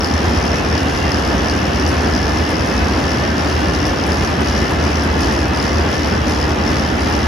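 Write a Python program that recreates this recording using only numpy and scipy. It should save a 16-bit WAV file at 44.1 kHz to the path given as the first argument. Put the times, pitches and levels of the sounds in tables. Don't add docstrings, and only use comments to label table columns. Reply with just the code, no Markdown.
import sys
import numpy as np
from scipy import signal
from scipy.fft import rfft, irfft
from scipy.io import wavfile

SR = 44100
rng = np.random.default_rng(int(sys.argv[2]) if len(sys.argv) > 2 else 0)


def wrap_up_sound(samples):
    columns = np.atleast_2d(samples).T
    tamed = np.clip(columns, -1, 1)
    steps = np.round(tamed * 32767).astype(np.int16)
    wavfile.write(sys.argv[1], SR, steps)


N = 320607
TIME, FREQS = np.arange(N) / SR, np.fft.rfftfreq(N, 1 / SR)

# t/s, tick dip/dB, rattle dip/dB
SAG_DEPTH = [(0.0, -1, 1), (2.6, -1.5, 3), (3.3, -0.5, 3), (4.4, 2.5, 4), (5.3, 3, 3), (6.3, 3, 5),
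             (7.27, 3.5, 1)]
# f/Hz, relative level/dB
STEEL_CLICK = [(800, -28), (2500, 5), (4500, 9), (6500, 8), (8300, -5.5), (9500, 1), (11200, -5.5),
               (12200, -8.5), (13600, -31), (14500, -42)]


def chain(links, tick_db=-15.0, bounce_s=.0016, bounce_db=-4.5, snap_db=9.5, crack_db=-2, blows=5):
    # t/s, relative level/dB
    snaps = [(0.0453, -13.5), (0.7515, -18.5), (0.7774, -17.5), (1.1184, -17.5), (1.1443, -17),
             (1.484, -18), (1.4975, -15), (1.7978, -19), (1.864, -16.5), (2.1503, -19.5), (2.884, -19),
             (3.6838, -20), (4.038, -19), (4.1195, -19.5), (4.248, -18), (4.4727, -20), (4.8393, -19),
             (4.9557, -18.5), (5.6265, -20), (6.427, -20), (6.768, -19.5)]
    landings = TIME[np.flatnonzero(np.diff(np.floor(links)) > 0)]
    tension_db = .5 * np.tanh(drift(rate_hz=11)) - curves(SAG_DEPTH)[0] * sag(links) + tugs()
    force_db = np.interp(landings, TIME, tension_db) + tick_db + .95 * scatter(len(landings))
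    landings = landings + .0002 * rng.standard_normal(len(landings))
    flights = bounce_s * (.5 + rng.random((len(landings), blows)))
    blow_s = landings[:, None] + np.cumsum(flights, 1) - flights[:, :1]
    blow_db = force_db[:, None] + bounce_db * np.arange(blows) + scatter(blow_s.shape)
    for s, db in snaps:
        nearest = np.argmin(abs(landings - s))
        blow_s[nearest, 0], blow_db[nearest, 0] = s, db + snap_db
    pings, cracks = np.zeros((12, 2, N)), np.zeros((2, N))
    groups = np.repeat(rng.integers(0, len(pings), len(landings)), blows)
    for s, gain, group in zip(blow_s.ravel(), amp(blow_db.ravel()), groups):
        add(pings[group], s, gain * tooth_ping())
        add(cracks, s, gain * amp(crack_db) * crack())
    ringing = sum(ping + jingle(ping) for ping in pings)
    return ringing + rms(cracks) * stereo_colour(cracks, STEEL_CLICK)


def tooth_ping(spread=.031, rise_s=.00088, uneven_db=3):
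    # f/Hz, relative level/dB, right side's gain/dB, right side's lag/rad
    tones = [(4877, -4, -3, -0.42), (5265, -1, -28, 0.66), (5470, -1, -7, 0.31)]
    t = TIME[:SR // 180]
    hz, db, right_db, lag = np.transpose(tones)[:, :, None]
    detune, weight = scatter((2, len(tones), 1))
    gain = amp(db + uneven_db * weight)
    angle = 2 * np.pi * hz * (1 + spread * detune) * t
    pair = np.array([gain * np.sin(angle), gain * amp(right_db) * np.sin(angle - lag)]).sum(1)
    fade = (t / rise_s * np.exp(1 - t / rise_s)) ** 2
    return pair / abs(pair[0]).max() * fade


def crack(decay_s=.00085):
    fade = np.exp(-TIME[:SR // 300] / decay_s)
    return rng.standard_normal((2, len(fade))) * fade / np.linalg.norm(fade)


def jingle(pings, level_db=-6.0, decay_s=.016):
    t = TIME[:SR // 12]
    tail = rng.standard_normal((2, len(t))) * np.exp(-t / decay_s)
    return amp(level_db) * signal.oaconvolve(pings, tail / np.linalg.norm(tail[0]), axes=1)[:, :N]


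def sag(links, links_per_turn=27.8, sag_link=1.2, half_width_links=4.6):
    jerks = [(7.0, 2.6, 0.61), (15.3, 1.4, 0.49)]

    def bump(at, width):
        away = (links - at + links_per_turn / 2) % links_per_turn - links_per_turn / 2
        return np.exp(-(away / width) ** 2)
    tightening = sum(share * bump(sag_link + delay, width) for delay, width, share in jerks)
    return bump(sag_link, half_width_links) - tightening


def tugs(half_width_s=.022):
    # t/s, change in tick level/dB
    pulls = [(.01, 1), (.62, -5), (.85, -6), (1.41, -1), (1.72, -2.9), (2.16, 3), (2.38, 1.5), (2.81, -4),
             (2.9, 0), (3.12, 2), (3.34, -7), (3.75, 2.1), (3.88, 2.6), (3.93, -4), (4.03, 1), (4.09, -2),
             (4.31, -4), (4.56, 3.5), (4.87, 1.5), (5.22, 1.8), (5.52, -5), (5.66, 3.5), (5.77, 5),
             (5.96, 1.5), (6.11, -1), (6.23, -1), (6.47, -6), (6.56, -3)]
    return sum(db * np.exp(-((TIME - s) / half_width_s) ** 2) for s, db in pulls)


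def rattle(links, level_db=-36.5, clicks_per_s=3600, uneven_db=1.5, settle_links=.45):
    sizes = amp(uneven_db * np.clip(rng.standard_normal(N), -2, 2))
    hits = rng.random(N) < clicks_per_s / SR
    looseness = amp(scatter(N))[np.floor(links).astype(int)]
    shake = looseness * (.98 + np.exp(-(links % 1) / settle_links))
    clicks = sizes * hits * shake * rng.choice([-1., 1.], (2, N))
    tension_db = .75 * drift(rate_hz=11) - curves(SAG_DEPTH)[1] * sag(links) + .25 * tugs()
    return amp(level_db + tension_db) * stereo_colour(clicks, STEEL_CLICK)


def plate_clinks(gain_db=2.0, decay_s=.0009, buzz_s=.017):
    # t/s, relative level/dB, buzz compared with the click/dB
    slaps = [(.0335, -30, -14), (.0463, -30, -17), (.0593, -31, -20), (.7776, -32, -14), (.83, -33, -16),
             (1.1187, -31, -16), (1.249, -33, -18), (1.276, -31, -18), (1.4587, -34, -16),
             (1.4968, -30, -18), (1.8758, -28, -16), (1.882, -34, -5), (1.9426, -32, -16), (1.98, -34, -16),
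             (2.02, -33, -16), (2.4898, -34, -6), (2.506, -32, -10), (2.6615, -32, -10), (2.883, -35, -18),
             (3.6836, -34, -16), (3.862, -33, -4), (4.0645, -28, -8), (4.1195, -33, -14), (4.2475, -34, -8),
             (4.4065, -33, -6), (4.4742, -32, -20), (4.667, -36, -14), (4.7085, -31, -7),
             (4.8394, -31, -18), (5.0353, -30, -10), (5.2068, -28, -8), (5.3238, -31, -7),
             (5.4815, -32, -16), (5.5602, -33, -14), (5.5866, -34, -16), (5.626, -33, -7),
             (6.0716, -33, -14), (6.2955, -33, -9), (6.3215, -33, -14), (6.7951, -34, -14),
             (7.0078, -31, -14), (7.0978, -32, -12), (7.164, -32, -16)]
    # f/Hz, relative level/dB
    plate_colour = [(1500, -25), (4500, -8), (7000, 1), (8300, 8), (9500, 6), (12000, -2), (13500, -11),
                    (15500, -22)]
    bursts = np.zeros(N)
    for s, db, buzz_db in slaps:
        age = abs(TIME - s)
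        fade = np.maximum(np.exp(-age / decay_s), amp(buzz_db) * np.exp(-age / buzz_s))
        bursts += amp(db + gain_db) * (TIME >= s) * fade
    return rms(bursts) * stereo_colour(bursts * rng.standard_normal((2, N)), plate_colour)


def roller_ring(links, gain_db=-1.5, swell_db=2.5, swell_s=.13, frame_hz=1750, frame_width_hz=450):
    # f/Hz, width/Hz, relative level/dB, left minus right/dB
    tones = [(172, 12, -35.5, -2), (220, 28, -31.5, 0), (284, 8, -32.5, 2), (305, 20, -33, 1),
             (373, 17, -37.0, -3), (516, 8, -41.5, -2), (533, 9, -40.5, 3), (685, 34, -38.5, 1),
             (765, 35, -40, 0), (819, 60, -34.0, 0), (1108, 8, -46, 2), (1227, 8, -43, 2),
             (1300, 30, -43, 0), (1390, 30, -43, 0), (1676, 16, -40, -3), (1701, 10, -38, -1),
             (1752, 16, -37.3, 2), (1773, 12, -43.5, 2), (1803, 45, -38.5, -6), (1880, 25, -45, 0),
             (1990, 20, -42.5, 3), (2053, 14, -41.5, 1), (2085, 40, -43.5, -1), (2403, 20, -46.5, 7),
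             (2575, 22, -44, 5), (2688, 30, -47.5, 4), (2778, 20, -47.5, 1), (2920, 5, -48.5, -2),
             (2952, 8, -50, 3), (3046, 4, -49, 1), (3213, 5, -48.5, 4), (3248, 6, -52, 2),
             (3332, 9, -47.5, 1), (3395, 8, -51.5, 1), (3698, 3, -51.5, 5), (3940, 3, -51, 2),
             (4059, 5, -56.5, 4), (4181, 4, -53, 3), (7070, 5, -59, 2)]
    out = np.zeros((2, N))
    jerk_db = -.98 * curves(SAG_DEPTH)[0] * sag(links + 1.5)
    swell_times = np.arange(0, TIME[-1] + 1, swell_s)
    for hz, width, db, side_db in tones:
        shared = np.interp(hz, [250, 900], [.87, .32])
        noise = rng.standard_normal((3, N))
        grind = np.sqrt(shared) * noise[2] + np.sqrt(1 - shared) * noise[:2]
        decay = np.exp(-np.pi * width / SR)
        feedback = [1, -2 * decay * np.cos(2 * np.pi * hz / SR), decay ** 2]
        ring = signal.lfilter([1, 0, -1], feedback, grind)
        swell = np.interp(TIME, swell_times, scatter(len(swell_times)))
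        swell *= min(hz / frame_hz, 1)
        near_frame = np.exp(-((hz - frame_hz) / frame_width_hz) ** 2)
        ring *= amp(swell_db * swell + near_frame * jerk_db)
        out += amp(db + gain_db) * panned(side_db) * unit_rms(ring)
    return out


def bearing_squeals(gain_db=-1, side_db=2, waver_hz=5, flutter_db=1.5, tremble_hz=45, scrape_hz=22):
    # t/s, length/s, f/Hz, glide/(Hz per s), relative level/dB, roughness from 0 to 1
    squeals = [(.62, .3, 2921, 0, -42, .2), (.70, .54, 2791, -18, -36, 0), (1.15, .9, 2921, 0, -40.5, .15),
               (1.2, .25, 1750, 0, -36, .8), (1.35, .85, 2785, 0, -43, .4), (1.80, .24, 2574, 0, -38, .25),
               (2.09, .24, 1686, 100, -32.5, .55), (2.1, .55, 2921, 0, -42, .2),
               (2.22, .2, 1752, 0, -35.5, .7), (2.54, .48, 2577, -5, -37.5, .3),
               (2.69, .2, 2054, 0, -36.5, .4), (3.05, .2, 2921, 0, -40, .15),
               (3.45, .62, 2798, -25, -40, .35), (3.45, .7, 2921, 0, -43, .2),
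               (4.42, .7, 2924, -6, -42, .2), (4.6, .6, 2785, 0, -43.5, .4), (5.15, .45, 2574, 0, -41, .4),
               (5.55, .2, 2054, 0, -36, .4)]
    out = np.zeros((2, N))
    waver = waver_hz * drift(tremble_hz)
    grip = amp(gain_db) * unit_rms(amp(flutter_db * np.tanh(drift(tremble_hz))))
    scrape = (drift(scrape_hz) + 1j * drift(scrape_hz)) / np.sqrt(2)
    for s, length, hz, glide, db, rough in squeals:
        age = TIME[TIME < length]
        stretch = rng.integers(N - len(age)) + np.arange(len(age))
        arch = np.sqrt(np.sin(np.pi * age / length).clip(0))
        tone = np.exp(2j * np.pi * np.cumsum(hz + glide * age + waver[stretch]) / SR)
        tone *= np.sqrt(1 - rough) + np.sqrt(rough) * scrape[stretch]
        add(out, s, amp(db) * panned(side_db) * arch * np.sqrt(2) * tone.real)
    return grip * out


def roller_knocks(level_db=-34.0, low_hz=1500, high_hz=3500, decay_s=.049, rise_s=.0026, count=360):
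    out, t = np.zeros((2, N)), TIME[:SR // 4]
    fade = (1 - np.exp(-t / rise_s)) * np.exp(-t / decay_s)
    for when, pitch, force, side, lag in rng.random((count, 5)):
        hz = low_hz * (high_hz / low_hz) ** pitch
        db = -9 * np.log2(hz / low_hz) + (2 * force - 1)
        tone = np.sin(2 * np.pi * (hz * t - np.array([[0], [lag]])))
        add(out, when * TIME[-1], amp(db) * panned(3 * (2 * side - 1)) * fade * tone)
    return amp(level_db) * unit_rms(out)


def drive_hum(links, shudder_db=.1, load_swing=.19):
    # t/s, relative level/dB
    load = [(0, -24.5), (.35, -22), (.55, -26), (1.15, -24.5), (1.4, -30), (1.6, -24), (1.93, -21),
            (2.27, -27), (2.48, -22), (2.75, -27), (2.95, -23), (3.2, -26.5), (3.55, -23.5), (3.8, -28),
            (4.25, -26), (4.7, -24), (5.2, -21.5), (5.45, -27.5), (5.78, -21), (6.0, -26.5), (6.7, -24),
            (6.85, -29), (7.0, -24), (7.27, -25.5)]
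    # f/Hz, level/dB, pitch wander/Hz
    hums = [(62.3, -32.5, 0.062), (63.5, -32, 0.073), (85.45, -30, 0.606), (134.8, -45, 0.11),
            (215, -38.5, 0.49), (254, -43.5, 0.31)]
    shudder = amp(shudder_db + curves(load)[0]) * (1 + load_swing * drift(rate_hz=6.1))
    hum = shudder * np.sin(2 * np.pi * links)
    for hz, db, wander in hums:
        cycles = np.cumsum(hz + wander * drift(rate_hz=1.86)) / SR + rng.random()
        hum += amp(db) * np.sin(2 * np.pi * cycles)
    return np.sqrt(2) * hum


def hall_rumble(level_db=-17.5, flutter_db=.64, ripple_db=1.35, spacing_hz=8):
    # f/Hz, relative level/dB
    roar_colour = [(22, -31), (42, -12.5), (56, 2), (160, -1.5), (290, 0), (450, -5), (850, -8),
                   (1500, -11.5), (2300, -19), (2900, -19.5), (3800, -26), (4800, -31), (6500, -36),
                   (12800, -50), (14500, -50)]
    grid_hz = np.arange(0, SR, spacing_hz)
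    heights = rng.standard_normal((2, SR))[:, :len(grid_hz)]
    ripple = np.array([np.interp(FREQS, grid_hz, side) for side in heights])
    tube_range = np.clip(FREQS / 500 - .5, 0, 1) * np.clip(2 - FREQS / 4000, 0, 1)
    grind = irfft(rfft(rng.standard_normal((2, N))) * amp(ripple_db * tube_range * ripple), N)
    return stereo_colour(grind, roar_colour) * amp(level_db + flutter_db * drift(rate_hz=25))


def stereo_colour(pair, colour):
    # f/Hz, likeness from 0 to 1, left lead/rad, left minus right/dB
    sides = [(80, .995, 0, 0), (250, .88, -.05, 0), (550, .38, -.4, -.4), (1500, .2, -1.4, -.8),
             (2400, .5, .5, 2.5), (4000, .7, 0, 2), (6000, .72, 0, 2), (7300, .75, -2, .5),
             (7900, .98, -3.1, 0), (8700, .98, -3.2, 0), (9800, .75, -4.7, 0), (10700, .96, -6.2, 0),
             (12300, .95, -6.4, 0), (14000, .98, -9.4, 0)]
    likeness, lead, side_db = spectra(sides)
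    left, other = rfft(pair)
    right = (likeness * left + np.sqrt(1 - likeness ** 2) * other) * np.exp(-1j * lead)
    coloured = np.array([left, right]) * panned(side_db) * amp(spectra(colour)[0])
    return unit_rms(irfft(coloured, N))


def amp(db):
    return 10 ** (np.asarray(db) / 20)


def rms(x):
    return np.sqrt(np.mean(x ** 2) + 1e-20)


def unit_rms(x):
    return x / rms(x)


def curves(rows):
    s, *columns = np.transpose(rows)
    return [np.interp(TIME, s, c) for c in columns]


def spectra(rows):
    hz, *columns = np.transpose(rows)
    return [np.interp(np.log(FREQS + 1), np.log(hz + 1), c) for c in columns]


def panned(db):
    return amp(np.array([np.atleast_1d(db), -np.atleast_1d(db)]) / 2)


def drift(rate_hz):
    return unit_rms(irfft(rfft(rng.standard_normal(N)) * np.exp(-(FREQS / rate_hz) ** 2), N))


def scatter(shape):
    return np.sqrt(3) * rng.uniform(-1, 1, shape)


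def add(mix, s, sound):
    part = mix[:, max(round(s * SR), 0):][:, :sound.shape[1]]
    part += sound[:, :part.shape[1]]


def scene(first_link_s=.0072):
    # t/s, speed/(links per s)
    chain_speed = [(0.0, 76.41), (0.66, 76.54), (1.32, 76.48), (1.98, 76.71), (2.64, 76.36), (3.3, 76.23),
                   (3.97, 75.98), (4.63, 76.42), (5.29, 76.03), (5.95, 76.33), (6.61, 75.81), (7.27, 76.15)]
    speed = curves(chain_speed)[0]
    links = np.cumsum(speed) / SR - first_link_s * speed[0]
    rollers = hall_rumble() + roller_ring(links) + roller_knocks() + bearing_squeals()
    return rollers + drive_hum(links) + chain(links) + rattle(links) + plate_clinks()


def record(dry, cutoff_hz=15750):
    lowpass = signal.firwin(511, cutoff_hz, window=("kaiser", 9), fs=SR)
    return signal.oaconvolve(dry, lowpass[None], "same")


dry = scene()
out = record(dry)
wrap_up_sound(out)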